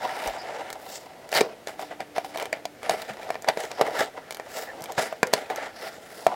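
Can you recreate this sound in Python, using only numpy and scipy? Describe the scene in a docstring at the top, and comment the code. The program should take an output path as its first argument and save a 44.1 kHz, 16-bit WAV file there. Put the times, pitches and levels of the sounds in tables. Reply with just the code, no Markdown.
"""A small full cardboard box on a table in a quiet room, turned and opened close to one microphone.
First fingers slide over the card and excite its hollow panels; at 1.4 s a tab snaps and rings them.
Then the hands turn the box and press its seams: taps, ticks of fibre and skin, a faint hum around 2 s,
a sharp knock at 3.8 s. More rubbing and brief squeaks follow. Just after 5 s the lid is pulled open
with two snaps, the air inside humming on, and a last knock at 6.3 s dies away into the room air."""
import sys
import numpy as np
from scipy import signal
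from scipy.fft import rfft, irfft, next_fast_len
from scipy.io import wavfile
from scipy.ndimage import uniform_filter1d

SR = 44100
rng = np.random.default_rng(int(sys.argv[2]) if len(sys.argv) > 2 else 0)


def generate_wav(sig):
    """Save sig (samples, or channels by samples) to the path in sys.argv[1] as 16-bit PCM at SR."""
    pcm = np.round(np.clip(np.atleast_2d(sig).T, -1, 1) * 32767).astype(np.int16)
    wavfile.write(sys.argv[1], SR, pcm)


N = 280035
T = np.arange(N) / SR
FADE_DB = 20  # how far a swell is down at its ends, a shudder once faded


def undb(db):
    """Decibels to gain."""
    return 10 ** (np.asarray(db) / 20)


def unit(x):
    """Scale to rms 1."""
    return x / np.sqrt(np.mean(x ** 2))


def butter(x, hz, kind="low"):
    """Pass x through a gentle Butterworth filter."""
    return signal.lfilter(*signal.butter(2, hz, kind, fs=SR), x)


def ring(x, modes, near_hz=None, reach=0.4, rest=0.2, opposed=True):
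    """Damped modes driven by x, loudest within reach octaves of near_hz; opposed ones alternate in sign."""
    out = 0
    for k, (hz, db, t60) in enumerate(modes):
        r, w = np.exp(-np.log(1000) / (t60 * SR)), 2 * np.pi * hz / SR
        share = 1 if near_hz is None else rest + np.exp(-(np.log2(hz / near_hz) / reach) ** 2)
        # the double zero at 0 Hz: a small box radiates no bass
        mode = signal.lfilter([1, -2, 1], [1, -2 * r * np.cos(w), r * r], x) / w
        out = out + (-1) ** (k * opposed) * undb(db) * share * mode
    return out


def colour(x, points):
    """Shape the spectrum of x by (f/Hz, level/dB) points."""
    size = next_fast_len(len(x))
    hz, db = np.transpose(points)
    gain = undb(np.interp(np.log(np.fft.rfftfreq(size, 1 / SR) + 1), np.log(hz), db, left=-60))
    return irfft(rfft(x, size) * gain, size)[:len(x)]


def walk(rate):
    """Random levels held 1 / rate s and slewed; spread near 1."""
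    k = int(SR / rate)
    return 1.41 * uniform_filter1d(np.repeat(rng.standard_normal(N // k + 1), k), k)[:N]


def swell(s, half, db):
    """Bell-shaped gain that peaks at time s."""
    return undb(db - FADE_DB * ((T - s) / half) ** 2)


def add(track, s, sound, peak_db):
    """Lay a sound into the track at its peak level."""
    i = int(s * SR)
    sound = sound[:N - i]
    track[i:i + len(sound)] += sound * undb(peak_db) / np.abs(sound).max()


# noise floor at the microphone: (f/Hz, relative level/dB)
AIR_SPECTRUM = [(30, -0.5), (92, 7.5), (656, 15.5), (1050, 2.5), (2100, 1.5), (8060, -9.5), (15500, -14)]


def room_air(level_db=-49.5):
    """Room air and recorder noise: a steady, dull wash."""
    return undb(level_db) * unit(colour(rng.standard_normal(N), AIR_SPECTRUM))


def faint_hum(start_s=1.79, end_s=2.74, fade_s=0.12, hz=296, level_db=-56):
    """A low, wavering tone comes and goes in the background."""
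    outside_s = np.maximum(np.maximum(start_s - T, T - end_s), 0)
    gain = undb(level_db - 20 * outside_s / fade_s + 1.7 * walk(16))
    return gain * np.sqrt(2) * np.sin(2 * np.pi * hz * T)


# the table top under the box: (f/Hz, relative level/dB, t60/s)
TABLE_MODES = [(42.4, 0, 0.16), (83, 2, 0.03), (133, 8.5, 0.081), (210.4, 9.5, 0.25)]
# soft bumps on the table: (t/s, peak level/dB, f/Hz)
TABLE_BUMPS = [(0.269, -37, 61.4), (2.902, -37, 180), (3.101, -38, 186), (4.811, -39.5, 148),
               (4.976, -30, 140)]


def table_bumps():
    """Hand or box nudges the table top and rings its low modes."""
    out, t = np.zeros(N), T[:SR // 4]
    push = t * np.exp(-t / 0.0022)
    for s, db, hz in TABLE_BUMPS:
        add(out, s, ring(push, TABLE_MODES, hz, reach=0.87, rest=0.02), db)
    return out


# tones of the air under the lid: (middle t/s, half length/s, f/Hz, level/dB)
CAVITY_TONES = [(1.468, 0.028, 468, -38), (5.28, 0.037, 504, -34)]


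def lid_cavity(t60_s=0.25, sag_hz_per_s=690):
    """The air inside the lifted lid hums on after a snap, sagging a little in pitch."""
    out, pole = 0, np.exp(-np.log(1000) / (t60_s * SR))
    for s, half, hz, db in CAVITY_TONES:
        wobble = unit(signal.lfilter([1], [1, -pole], rng.standard_normal(N))) / 2
        phase = 2 * np.pi * (hz - sag_hz_per_s * (T - s) / 2) * (T - s)
        out = out + swell(s, half, db) * (1 + wobble) * np.sin(phase + wobble)
    return out


# squeaks on the card: (middle t/s, half length/s, f/Hz, level/dB)
CARD_SQUEAKS = [(0.404, 0.045, 4950, -47), (1.363, 0.024, 4500, -26.5), (4.692, 0.027, 1790, -39),
                (4.983, 0.0036, 1676, -17)]


def squeaks(relative_width=0.11):
    """Skin or fibres catch on one narrow resonance for a moment."""
    out = 0
    for s, half, hz, db in CARD_SQUEAKS:
        band_hz = [hz * (1 - relative_width / 2), hz * (1 + relative_width / 2)]
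        out = out + swell(s, half, db) * unit(butter(rng.standard_normal(N), band_hz, "band"))
    return out


# fibres, and skin leaving the glossy card, heard close up: (t/s, peak level/dB, centre f/Hz)
FIBRE_TICKS = [(0.275, -19, 5600), (0.703, -20.5, 3620), (0.7287, -17, 4930), (1.2913, -26.5, 4150),
               (1.318, -21, 4300), (1.34, -14, 3500), (1.35, -12.5, 4480), (2.347, -28, 2400),
               (2.374, -15.5, 3500), (2.385, -22, 2500), (2.399, -19, 3000), (2.425, -19.5, 3020),
               (2.446, -33, 2200), (2.4558, -19, 2580),  (2.831, -22.5, 2250), (3.019, -22, 4130),
               (3.17, -30, 1760), (3.231, -28, 2650), (3.292, -23, 1900), (3.344, -24.5, 2060),
               (3.355, -19.5, 1860), (3.4226, -23, 6000), (3.445, -22.5, 1900), (3.6035, -19.5, 4960),
               (4.3081, -18.5, 3100), (4.324, -22.5, 3800), (4.3465, -21.5, 4280), (4.37, -24.5, 3430),
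               (4.398, -18, 1980), (4.8078, -26, 6000), (4.8212, -25, 5960), (4.8402, -22, 5970),
               (4.858, -22.5, 3000), (4.921, -22, 4930), (5.268, -33, 5000), (5.271, -19, 4000),
               (5.3319, -14.5, 3450), (5.501, -18, 2000), (5.56, -21, 4450)]


def ticks():
    """Fibres and skin let go in tiny bursts; the duller the tick, the more it knocks edges and panels."""
    out, t = np.zeros(N), T[:SR // 40]
    knock = ring(t * np.exp(-t / 0.00017), PANEL_MODES, 550, opposed=False) * np.exp(-t / 0.014)
    for s, db, hz in FIBRE_TICKS:
        burst = rng.standard_normal(len(t)) * (np.exp(-t / 0.00058) + undb(-14.5) * np.exp(-t / 0.0069))
        add(out, s, colour(burst, [(hz / 6, -24), (hz, 0), (20000, -14)]), db)
        dull_db = db - 8 * np.log2(hz / 2000)
        add(out, s, ring(burst, EDGE_MODES, hz), dull_db - 4.5)
        add(out, s, knock, dull_db - 1.5)
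    return out


# hiss of the card's surface: (f/Hz, relative level/dB)
HISS_SPECTRUM = [(2500, -7), (4600, 2), (6000, -3), (8500, -7), (12000, -15), (16000, -21)]


def paper_hiss(force, snaps_per_s=70):
    """Friction hiss with dry fibres snapping at random; each half octave comes and goes by itself."""
    breaks = (rng.random(N) < snaps_per_s / SR) * rng.exponential(size=N)
    snaps = signal.lfilter([1], [1, -0.9], breaks) * rng.standard_normal(N)
    hiss = unit(unit(colour(force, HISS_SPECTRUM)) + undb(-14) * unit(colour(snaps, HISS_SPECTRUM)))
    bands = [signal.lfilter(*signal.iirpeak(hz, 4.5, SR), hiss) for hz in 2700 * 2 ** (np.arange(6) / 2)]
    return unit(sum(undb(5.04 * walk(10)) * band for band in bands))


# fingers or card sliding along the box: (middle t/s, half length/s, panel, scrape and hiss level/dB)
SLIDES = [(0.045, 0.054, -26, -35.5, -45), (0.194, 0.25, -30, -34.5, -46), (0.506, 0.38, -34.5, -41.5, -60),
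          (0.911, 0.17, -43, -50.5, -47), (1.148, 0.71, -47.5, -79, -71), (1.373, 0.051, -18, -22, -29.5),
          (2.398, 0.12, -34.5, -41.5, -57), (2.858, 0.06, -34.5, -37, -51),
          (3.271, 0.22, -38.5, -45.5, -55.5), (3.619, 0.099, -34, -39.5, -45.5),
          (3.87, 0.22, -29.5, -39.5, -50), (4, 0.08, -23, -26, -36.5), (4.174, 0.033, -34.5, -46, -72),
          (4.422, 0.83, -53.5, -51.5, -86), (4.585, 0.11, -34.5, -38.5, -37.5),
          (4.812, 0.58, -39, -52, -60), (5.613, 0.12, -34, -34.5, -53), (5.858, 0.12, -37, -37.5, -43),
          (6.15, 0.28, -44.5, -50, -52.5)]
# box and contents rustling after a jolt: (t/s, fade/s, panel, scrape and hiss level/dB)
JOLT_RUSTLES = [(1.408, 0.15, -27, -54, -56), (1.681, 0.086, -33.5, -41, -48),
                (1.798, 0.1, -30.5, -39, -42.5), (1.914, 0.039, -32, -39, -60),
                (2.012, 0.029, -28.5, -35, -57), (2.164, 0.076, -29, -35, -44),
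                (2.251, 0.095, -36, -46, -46), (2.533, 0.088, -34.5, -38, -54),
                (2.897, 0.21, -28.5, -33, -40.5), (3.095, 0.04, -32.5, -34, -47.5),
                (3.488, 0.037, -20, -26, -37), (3.819, 0.02, -14, -25, -47), (4.99, 0.12, -24, -27, -35.5),
                (5.241, 0.54, -37.5, -46, -81), (5.344, 0.17, -32.5, -35, -45),
                (5.507, 0.043, -23.5, -35, -43), (6.275, 0.37, -30.5, -46.5, -71)]


def contact_db(resting_db=(-93, -59, -85), slide_roundness=1.56, rise_s=0.017):
    """Levels of panel hum, scrape and hiss: resting hands, slides and shudders add up in power."""
    power = undb(resting_db)[:, None] ** 2
    for s, half, *db in SLIDES:
        away = np.abs((T - s) / half) ** slide_roundness
        power = power + undb(np.c_[db] - FADE_DB * away) ** 2
    for s, fade, *db in JOLT_RUSTLES:
        away = np.maximum((T - s) / fade, (s - T) / rise_s)
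        power = power + undb(np.c_[db] - FADE_DB * away) ** 2
    return 10 * np.log10(power)


def friction(catches_per_s=300, slip_s=0.00071):
    """Skin and card catch and let go in short bursts: a grainy, uneven force."""
    judder_db = 1.6 * walk(70)  # the grip tightens and eases
    catches = (rng.random(N) < catches_per_s / SR) * undb(np.minimum(5.6 * rng.exponential(size=N), 13))
    slips = signal.lfilter([1], [1, -np.exp(-1 / (slip_s * SR))], catches)
    return unit((1 + 0.38 * unit(slips)) * rng.standard_normal(N)) * undb(judder_db)


# hollow panels of the box: (f/Hz, relative level/dB, t60/s)
PANEL_MODES = [(242, -3.5, 0.024), (412, 3, 0.012), (476, 0, 0.033), (575, 1, 0.015), (622.5, -3, 0.058),
               (687.2, 3, 0.023), (709.4, 2.5, 0.04), (777, -7, 0.045), (856.7, -9.5, 0.086),
               (960, -3.5, 0.027)]
# stiff edges and flaps: (f/Hz, relative level/dB, t60/s)
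EDGE_MODES = [(1328, -8, 0.032), (1796, 8, 0.012), (2042, 5, 0.0097), (2362, 4, 0.011), (3000, -9, 0.0095),
              (4450, -31, 0.01)]
# which panel the grip leaves free to sound: (t/s, f/Hz)
FREE_PANEL = [(0, 810), (.3, 697), (.82, 650), (1.36, 675), (1.46, 500), (1.75, 632), (5.05, 617),
              (5.28, 480), (5.55, 680), (6.2, 533), (6.28, 840)]
# which edge the grip leaves free to sound: (t/s, f/Hz)
FREE_EDGE = [(0, 1260), (.2, 2680), (.75, 1440), (1.36, 2460), (2.4, 2460), (3.49, 2250), (4.0, 1400),
             (5.0, 1980), (5.86, 1480)]


def rubbing():
    """Sliding skin and card, close to the microphone, drive the panels, the edges and a bare hiss."""
    panel_db, scrape_db, hiss_db = contact_db()
    force = friction()
    dull = butter(force, 1500) * undb(2.14 * walk(70))  # soft skin passes little treble to the panels
    panels = unit(ring(dull, PANEL_MODES, np.interp(T, *np.transpose(FREE_PANEL)), reach=0.67))
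    thud = undb(-24.5) * unit(butter(force, [120, 320], "band"))
    edges = unit(ring(butter(force, 5000), EDGE_MODES, np.interp(T, *np.transpose(FREE_EDGE)), reach=1))
    rasp = unit(colour(force, [(950, 8.5), (1300, 6.5), (3400, -10.5), (20000, -100)]))
    scrape = unit(edges + undb(-2.5) * rasp)
    # light strokes of skin stir the edges little and sound airier than card on card
    airy_db = np.minimum(0.6 * (hiss_db - scrape_db), 3) - 4.5
    hiss = paper_hiss(force) + undb(airy_db) * unit(butter(force, 9000, "high"))
    return undb(panel_db) * (panels + thud) + undb(scrape_db) * scrape + undb(hiss_db) * hiss


# taps, creaks and snapping tabs: (t/s, panel peak level/dB, panel f/Hz, edge trim/dB, crack trim/dB)
CARD_KNOCKS = [(1.327, -25, 630, 0.5, -7), (1.408, -12, 480, -7.5, -9), (1.4124, -3.5, 414, -40, -21),
               (1.672, -22.5, 564, -12, -10), (1.794, -20.5, 800, -28, -31), (2.004, -21, 676, -10.5, -18),
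               (2.1815, -11, 720, -20, -22), (2.246, -23.5, 780, -19, -18.5), (2.359, -19, 670, -16, -24),
               (2.528, -18, 605, -1.5, -12), (2.654, -19.5, 720, -17.5, -11),
               (2.895, -8.5, 714, -17, -14.5), (3.098, -23.5, 603, -13, -32), (3.304, -13, 662, -16, -23),
               (3.486, -13, 819, -7, -7.5), (3.573, -14, 540, -18, -23.5), (3.715, -24.5, 651, -11, -9.5),
               (3.812, 0, 555, -29, -24), (4.98, -15.5, 802, -8, -16.5), (5.126, -16, 651, -46, -44),
               (5.2304, -3, 526, -9, -19), (5.336, -1, 549, -21, -13), (6.266, 0, 662, -21.5, -26.5)]


def knocks():
    """A short push rings the nearest panels and the table; its ragged part rings the flaps and cracks."""
    out, t = np.zeros(N), T[:SR // 8]
    envelope = (1 - np.exp(-t / 0.00029)) * (np.exp(-t / 0.0022) + undb(-14) * np.exp(-t / 0.002))
    table = ring(t * np.exp(-t / 0.00098), TABLE_MODES[1:])
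    for s, db, hz, edge_db, crack_db in CARD_KNOCKS:
        grit, crack = rng.standard_normal((2, len(t))) * envelope
        ragged = uniform_filter1d(grit, size=9)
        push = t / 0.00024 * np.exp(-t / 0.0004) + 0.29 * ragged
        flaps = ring(ragged * np.exp(-t / 0.00071), EDGE_MODES, np.interp(s, *np.transpose(FREE_EDGE)))
        add(out, s, ring(push, PANEL_MODES, hz, reach=0.062, rest=0.012, opposed=False), db)
        add(out, s, flaps * np.exp(-t / 0.0056), db + edge_db + 6)
        add(out, s, colour(crack, HISS_SPECTRUM), db + crack_db + 9)
        add(out, s, table, db - 39.5)
    return out


def scene(room_t60_s=0.092, room_db=-17):
    """The box at close range, mostly direct sound, with a short room tail and the background; mono."""
    box = rubbing() + knocks() + table_bumps() + ticks() + lid_cavity() + squeaks()
    t = T[:SR // 3]
    decay = np.exp(-np.log(1000) * t / room_t60_s) * (t > 0.003)
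    tail = signal.lfilter([1], [1, -0.6], rng.standard_normal(len(t))) * decay
    room = signal.fftconvolve(box, tail / np.sqrt(np.sum(tail ** 2)))[:N]
    return (box + undb(room_db) * room + faint_hum() + room_air())[None]


def record(dry):
    """The recorder rounds the loudest peaks and cuts the top."""
    ceiling, top_hz = 0.84, 15900
    lowpass = signal.ellip(10, 0.2, 70, top_hz, fs=SR, output="sos")
    return signal.sosfilt(lowpass, ceiling * np.tanh(dry / ceiling))


dry = scene()
out = record(dry)
generate_wav(out)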